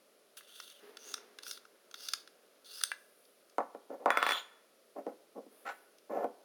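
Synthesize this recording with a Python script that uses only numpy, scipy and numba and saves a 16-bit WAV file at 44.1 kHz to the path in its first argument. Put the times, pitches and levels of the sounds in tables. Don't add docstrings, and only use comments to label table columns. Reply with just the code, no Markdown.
import sys
import numpy as np
from scipy import signal
from scipy.fft import rfft, irfft
from scipy.io import wavfile
from scipy.ndimage import uniform_filter1d
from numba import njit

SR = 44100
rng = np.random.default_rng(int(sys.argv[2]) if len(sys.argv) > 2 else 0)


def to_wav(s):
    ch = np.atleast_2d(s).T
    pcm = np.round(np.clip(ch, -1, 1) * 32767)
    wavfile.write(sys.argv[1], SR, pcm.astype(np.int16))


N = 284004
TIME = np.arange(N) / SR
LANDS_S, SHIVER_S, REST_S = 4.104, 4.315, 4.385

# pitch in Hz, width in Hz, level in dB.
BARREL_TONES = [(520, 350, -21), (1370, 187, 1.5), (1670, 230, -2.5), (1980, 310, -8), (2735, 124, -6.5),
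                (3500, 285, -0.5), (4050, 125, -2), (4490, 230, -1), (5240, 270, -4.5), (5744, 170, -2.5),
                (6380, 670, -10.5), (8900, 130, -3.5), (9320, 88, -6), (9690, 150, -1.5),
                (11100, 1700, -15), (12950, 320, -7), (15200, 1400, -46)]


def from_db(db):
    return 10 ** (np.asarray(db) / 20)


def rms_one(x):
    return x / np.sqrt(np.mean(x ** 2) + 1e-20)


def at_hz(points, hz):
    known_hz, values = np.transpose(points)
    return np.interp(np.log(hz + 1), np.log(known_hz), values)


def cut(x, hz, kind, order=2):
    sections = signal.butter(order, np.minimum(hz, .49 * SR), kind, fs=SR, output="sos")
    return signal.sosfilt(sections, x + 1e-18)


def resonate(x, tones):
    out = 0
    for k, (hz, width_hz, db) in enumerate(tones):
        r = np.exp(-np.pi * width_hz / SR)
        poles = [1, -2 * r * np.cos(2 * np.pi * hz / SR), r * r]
        ringing = signal.lfilter([1, 0, -1], poles, x + 1e-18)
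        out = out + (-1) ** k * from_db(db) * (1 - r * r) / 2 * ringing
    return out


@njit
def gliding_resonance(x, angle, r):
    y = np.zeros(len(x))
    for i in range(2, len(x)):
        y[i] = x[i] - x[i - 2] + 2 * r * np.cos(angle[i]) * y[i - 1] - r * r * y[i - 2]
    return y


def glide(x, hz, width_hz):
    angle = 2 * np.pi * hz / SR * np.ones(len(x))
    return rms_one(gliding_resonance(x, angle, np.exp(-np.pi * width_hz / SR)))


def grains(per_s, spread_db):
    sizes = from_db(spread_db * np.minimum(rng.exponential(1, N), 4)) * rng.choice([-1, 1], N)
    return rms_one(sizes * (rng.random(N) < per_s / SR))


def uneven(depth_db, per_s):
    return from_db(depth_db * rms_one(cut(rng.standard_normal(N), per_s, "low")))


def steady(x, span_s=.03):
    return x / np.sqrt(np.abs(uniform_filter1d(x * x, int(span_s * SR))) + 1e-12)


def stroke(start_s, length_s, attack_s, fade_db_per_s):
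    rise = np.clip((TIME - start_s) / attack_s, 0, 1)
    return rise * from_db(-fade_db_per_s * np.clip(TIME - start_s - length_s, 0, 1))


def latest(events):
    rows = np.array(events)
    return rows[np.maximum(np.searchsorted(rows[:, 0], TIME) - 1, 0)].T


def add(track, s, sound):
    start = int(s * SR)
    track[start:start + len(sound)] += sound[:N - start]


def contact(length_s, chatter):
    t = TIME[:SR // 4]
    burst = rng.standard_normal(len(t)) * np.exp(-np.minimum((t / length_s) ** 2, 50))
    return (t == 0) + chatter * burst / np.linalg.norm(burst)


def balance_blow(sound, edges_hz, levels_db):
    low = cut(sound, edges_hz[0], "low", order=4)
    middle = cut(sound, edges_hz, "band", order=3)
    top = cut(sound, edges_hz[1], "high", order=4)
    return sum(from_db(db) * part / np.std(part[:SR // 90])
               for part, db in zip((low, middle, top), levels_db))


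def room_tone(level_db=-67):
    # frequency in Hz, relative level in dB.
    spectrum = [(40, -29), (90, -40), (200, -11), (310, -7.5), (420, -0.5), (600, -0.5), (900, -16.5),
                (1300, -10), (1700, -16), (5000, -16.5), (8200, -24.5), (9700, -16), (12000, -21),
                (17000, -27)]
    colour = from_db(at_hz(spectrum, np.arange(N // 2 + 1) * SR / N))
    return from_db(level_db) * rms_one(irfft(rfft(rng.standard_normal(N)) * colour, N))


def twists(swell_db=12, roundness=1.3, fade_s=.02, hiss_follows=1.2):
    # start, fastest moment and end in seconds,
    # rasp and hiss in dB, top pitch of the squeak in Hz, its glide in octaves per dB of speed.
    moves = [(0.368, 0.372, 0.405, -52, -49, 2780, 0), (0.42, 0.63, 0.8, -56, -59, 3450, 0.024),
             (0.99, 1.11, 1.185, -50.5, -56, 6550, 0.005), (1.425, 1.495, 1.58, -48.5, -51, 5600, 0.035),
             (1.945, 2.05, 2.205, -50.5, -56, 5300, 0.015), (2.645, 2.78, 2.93, -49, -52, 4900, 0.025)]
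    start, fastest, end, rasp_db, hiss_db, top_hz, oct_per_db = latest(moves)
    before, after = (fastest - TIME) / (fastest - start), (TIME - fastest) / (end - fastest)
    speed_db = -swell_db * np.clip(np.maximum(before, after), 0, 1) ** roundness
    moving = (TIME > start) * np.exp(-np.clip(TIME - end, 0, 1) / fade_s)
    rasp_gain = moving * from_db(rasp_db + speed_db)
    hiss_gain = moving * from_db(hiss_db + hiss_follows * speed_db)
    return rasp_gain, hiss_gain, top_hz * 2 ** (oct_per_db * speed_db)


def thread_rasp():
    rasp_gain, hiss_gain, squeak_hz = twists()
    squeak_hz = squeak_hz * uneven(depth_db=0.3, per_s=18)
    friction = grains(per_s=5500, spread_db=4)
    squeak = glide(grains(per_s=6800, spread_db=4.5), squeak_hz, width_hz=240)
    squeak = glide(squeak, squeak_hz, width_hz=600)
    near_squeak = from_db(0.5) * glide(friction, squeak_hz, width_hz=1100)
    barrel = rms_one(cut(resonate(friction + near_squeak, BARREL_TONES), 6400, "low"))
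    lip = rms_one(resonate(friction, [(2760, 87, 2), (3490, 110, -6), (6260, 230, 3.5)]))
    rasp = steady(from_db(-8) * lip + barrel + from_db(-5) * squeak)
    sheen = glide(grains(per_s=9000, spread_db=2.5), hz=9670, width_hz=900)
    hiss = rms_one(cut(friction, 7100, "high", order=3)) + from_db(-2.5) * sheen
    catching = uneven(depth_db=1.7, per_s=36)
    return catching * (rasp_gain * rasp + hiss_gain * rms_one(hiss))


def barrel_tap(length_s, levels_db):
    force = contact(length_s, chatter=1.67)
    edge = from_db(-21) * cut(force, 700, "high")
    return balance_blow(resonate(force, BARREL_TONES) + edge, (2300, 7500), levels_db)


def metal_clicks():
    # start in seconds, level in dB, brightness in dB.
    clicks = [(0.371, -56, 8), (0.408, -71, -12), (0.6003, -49, 1), (0.699, -57, 16), (0.97, -50, 7),
              (1.14, -37, 9), (1.178, -62, -8), (1.3866, -50, 4), (1.433, -50, 14), (1.465, -52, -2),
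              (1.511, -42, 16), (1.574, -56, 2), (1.652, -67, -9), (1.912, -58, 8), (1.9415, -47, 3),
              (2.086, -38.5, 15), (2.135, -32, 9), (2.275, -58, 2), (2.812, -46, 2), (3.252, -68, 16),
              (3.497, -68, 20), (5.984, -66, 16)]
    out = np.zeros(N)
    for s, db, bright_db in clicks:
        low_db, top_db = db - bright_db, db - 14.5 + 0.25 * bright_db
        add(out, s, barrel_tap(length_s=0.0035, levels_db=(low_db, db, top_db)))
    add(out, 2.8364, barrel_tap(length_s=0.0006, levels_db=(-40, -31, -31)))
    add(out, 2.9172, mount_clack(gain_db=-27))
    return out


def fingers():
    # start and length in seconds, dull rub in dB, dry brush in dB.
    grips = [(0.78, 0.08, -58, -71), (1.02, 0.2, -62, -82), (1.35, 1.2, -73, -86), (2.93, 0.35, -88, -73.5),
             (5.48, 0.25, -70, -69)]
    friction = grains(per_s=5000, spread_db=2.5)
    rub_tones = [(236, 45, -7), (412, 45, 5), (720, 370, -8.5), (1404, 920, -9.5), (4140, 5900, -22)]
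    rub = rms_one(cut(resonate(friction, rub_tones), 6600, "low"))
    brush = rms_one(resonate(friction, [(9800, 1100, 4), (14340, 3000, -2)]))
    out = np.zeros(N)
    for s, length_s, rub_db, brush_db in grips:
        moving = stroke(s, length_s, attack_s=0.06, fade_db_per_s=55)
        out += moving * (from_db(rub_db) * rub + from_db(brush_db) * brush)
    return out


def mount_clack(gain_db):
    # pitch in Hz, level in dB, seconds to fade by 60 dB.
    clack_tones = [(1660, 2, 0.023), (1540, -25, 0.14), (1730, -19, 0.089), (2010, -8.5, 0.032),
                   (2340, -6.5, 0.022), (2700, -9, 0.036), (3360, -17, .02), (4360, -15, 0.015),
                   (8790, -11.5, 0.015)]
    t = TIME[:SR]
    hz, db, fade_s = np.transpose(clack_tones)[:, :, None]
    strength_db = db + gain_db + 0.815 * rng.standard_normal(hz.shape)
    tones = from_db(strength_db - 60 * t / fade_s) * np.sin(2 * np.pi * hz * t)
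    return cut(tones.sum(axis=0), 880, "high")


def table_top(force, give_db=-7, crack_db=-34):
    # pitch in Hz, width in Hz, level in dB.
    table_tones = [(217.7, 16, -3.5), (249.7, 35, -6.5), (326, 22.7, -8), (403.6, 10, -4.5), (482, 21, -3),
                   (517, 25, -3.5), (572, 35, 0), (620, 40, -2), (690, 35, -4), (815, 26, 3),
                   (880, 23, -15.5), (1071, 50, 3.5), (1135, 32, -1), (1187, 32, -2), (1310, 70, -1),
                   (1500, 70, 0), (1715, 60, -4), (1957, 120, -10.5), (2066, 70, -4.5), (2920, 54, -33)]
    give = from_db(give_db) * cut(force, (330, 1800), "band")
    crack = from_db(crack_db) * cut(force, 3750, "high")
    return cut(resonate(force, table_tones) + give + crack, 196, "high", order=4)


def table_blow(hz, levels_db, breadth, length_s, chatter, give_db):
    force = glide(contact(length_s, chatter), hz, width_hz=breadth * hz)
    return balance_blow(table_top(force, give_db, crack_db=-9), (800, 2500), levels_db)


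def table_knocks(rebound_s=0.021):
    # start in seconds, thud in dB, hardness (clack above thud) in dB,
    # pitch of the contact in Hz.
    knocks = [(3.5825, -31.5, 1, 800), (3.748, -45, -7, 504), (3.903, -45.5, -12, 354),
              (4.0587, -28.5, 3, 760), (4.986, -43, -17, 450), (5.066, -36, -13, 430),
              (5.379, -44, -30, 340), (5.464, -54, -16, 285), (6.1725, -32, -20, 634),
              (6.2435, -30.5, -15, 664)]
    out = np.zeros(N)
    for s, thud_db, hard_db, hz in knocks:
        levels_db = thud_db + np.array([0, hard_db, -20 + 0.7 * hard_db])
        blows = [(s, levels_db)]
        if hard_db > 0:
            blows.append((s + rebound_s, levels_db - 6.5 - [0, 0, 16]))
        for at_s, blow_db in blows:
            add(out, at_s, table_blow(hz, blow_db, breadth=0.67, length_s=0.003, chatter=0.7, give_db=-3))
    return out


def slips(per_s, jitter, spread_db):
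    wander = rms_one(cut(rng.standard_normal(N), 60, "low"))
    cycles = np.floor(np.cumsum(per_s * np.exp(jitter * wander)) / SR)
    return rms_one(np.diff(cycles, prepend=0) * from_db(spread_db * rng.standard_normal(N)))


def lens_slides(rise_oct_per_s=4.5):
    # start and length in seconds, judder and scrape in dB,
    # first pitch of the judder in Hz.
    pushes = [(3.893, 0.055, -44, -66, 340), (3.985, 0.06, -50, -73, 420), (4.952, 0.04, -41.5, -65, 400),
              (5.058, 0.035, -44, -65, 380), (5.348, 0.04, -45.5, -79, 290), (5.648, 0.055, -46, -42, 680),
              (6.092, 0.155, -37, -57, 370)]
    start, length, judder_db, scrape_db, first_hz = latest(pushes)
    judder_hz = first_hz * 2 ** (rise_oct_per_s * np.clip(TIME - start, 0, length))
    jerks, grit = slips(per_s=130, jitter=.45, spread_db=3.5), grains(per_s=2200, spread_db=3)
    shaking = table_top(glide(jerks + 0.55 * grit, judder_hz, width_hz=400))
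    judder = steady(cut(shaking, 810, "low", order=4))
    scrape = cut(table_top(grit + .5 * jerks), 1300, "high", order=3)
    scrape = steady(cut(scrape, 2600, "low"))
    dust = from_db(-33) * rms_one(resonate(grit, [(13200, 650, 2), (4500, 2700, -9)]))
    edge = from_db(-18) * rms_one(resonate(grit, [(4130, 520, 3), (5800, 1800, -4.5), (7500, 300, 1)]))
    push = stroke(start, length, attack_s=0.021, fade_db_per_s=520)
    return push * (from_db(judder_db) * (judder + dust) + from_db(scrape_db) * (scrape + edge))


def ring_roll(drop_s=4.07, wobbles_per_s=(60, 220), wobble_db=4):
    # pitch in Hz, width in Hz, level in dB.
    rim_tones = [(2860, 960, -5.5), (3490, 420, 0.5), (4100, 390, -5), (5330, 1300, -14), (6950, 290, -6),
                 (10300, 710, -15), (14500, 1100, -12.5)]
    rumble_db = -38.2 - 110 * np.clip(TIME - SHIVER_S, 0, 1)
    rattle_db = -41.5 - 125 * np.clip(SHIVER_S - TIME, 0, 1)
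    wobble_hz = np.interp(TIME, [SHIVER_S, REST_S], wobbles_per_s)
    wobble = np.sin(2 * np.pi * np.cumsum(wobble_hz) / SR)
    force = grains(per_s=12000, spread_db=2.5) * from_db(wobble_db * wobble)
    contact_hz = np.where(TIME < LANDS_S, 790, 1150)
    shaking = table_top(glide(force, contact_hz, width_hz=1600))
    rumble = steady(cut(shaking, [480, 2500], "band", order=3))
    buzz = rms_one(resonate(resonate(force, rim_tones), rim_tones))
    flat = np.clip((TIME - SHIVER_S) / 0.028 + .5, 0, 1)
    rattle = steady(flat * buzz + (1 - flat) * rms_one(cut(force, [2700, 4500], "band")))
    rolling = stroke(drop_s, REST_S - drop_s, attack_s=0.006, fade_db_per_s=480)
    return rolling * (from_db(rumble_db) * rumble + from_db(rattle_db) * rattle)


def bounce_times(hop_ends_s=4.172, first_gap_s=0.0555, share=0.68):
    gaps = first_gap_s * share ** np.arange(5)
    return [LANDS_S, hop_ends_s, *(hop_ends_s + np.cumsum(gaps))]


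def ring_bounces(hz=1500):
    out = np.zeros(N)
    for k, s in enumerate(bounce_times()):
        levels_db = -35.5 - 1.8 * k, -24.3 - 1.8 * k, -34 - 0.4 * k
        add(out, s, table_blow(hz, levels_db, breadth=0.6, length_s=0.0033, chatter=1.0, give_db=2.5))
    return out


def ring_chime(on_edge_db=-4, flat_db=0.5, lying_fade_s=0.45):
    # pitch in Hz, level in dB, seconds to fade by 60 dB.
    ring_tones = [(1290, -35, 0.073), (3425, -37, 0.25), (5830, -54, 0.1), (9000, -46.5, .22),
                  (12600, -61, .15), (14290, -55, 0.17), (14500, -57.5, 0.27)]
    bounces_s, out = bounce_times(), 0
    tilt_db = np.interp(bounces_s, [LANDS_S, SHIVER_S], [on_edge_db, flat_db])
    for hz, db, fade_s in ring_tones:
        strengths_db = db + tilt_db + 1.5 * rng.standard_normal(len(bounces_s))
        energy = sum((from_db(hit_db) * stroke(s, 0, attack_s=0.001, fade_db_per_s=60 / fade_s)) ** 2
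                     for s, hit_db in zip(bounces_s, strengths_db))
        out = out + np.sqrt(energy) * np.sin(2 * np.pi * hz * TIME)
    return out * from_db(-60 * np.clip(TIME - REST_S, 0, 1) / lying_fade_s)


def room(x, tail_db, early_db, early_fade_s=0.2):
    # frequency in Hz, seconds to fade by 60 dB.
    fade_times = [(200, 0.72), (530, 0.5), (1400, 0.83), (3700, 0.47), (9700, 0.62), (16000, 0.13)]
    t, response = TIME[:SR], 0
    onset = np.clip(t / 0.0067 - .5, 0, 1)
    early = from_db(-60 * t / early_fade_s)
    early *= from_db(early_db) / np.linalg.norm(early)
    edges_hz = np.geomspace(120, 18000, 9)
    for low, high in zip(edges_hz, edges_hz[1:]):
        noise = cut(rng.standard_normal(SR), [low, high], "band") * onset
        tail = from_db(-60 * t / at_hz(fade_times, np.sqrt(low * high)))
        tail *= from_db(tail_db) / np.linalg.norm(tail)
        response = response + noise * (tail + early)
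    return x + signal.fftconvolve(x, response)[:N]


def scene():
    in_hand = thread_rasp() + metal_clicks() + fingers()
    on_table = table_knocks() + ring_bounces() + ring_chime() + ring_roll() + lens_slides()
    in_hand = room(in_hand, tail_db=-22, early_db=-14.5)
    on_table = room(on_table, tail_db=-17, early_db=-13)
    return (in_hand + on_table + room_tone())[None]


def record(dry, ceiling=0.33, cutoff_hz=17300):
    rounded = dry / (1 + (dry / ceiling) ** 4) ** .25
    return signal.sosfilt(signal.ellip(10, .1, 70, cutoff_hz, fs=SR, output="sos"), rounded)


dry = scene()
out = record(dry)
to_wav(out)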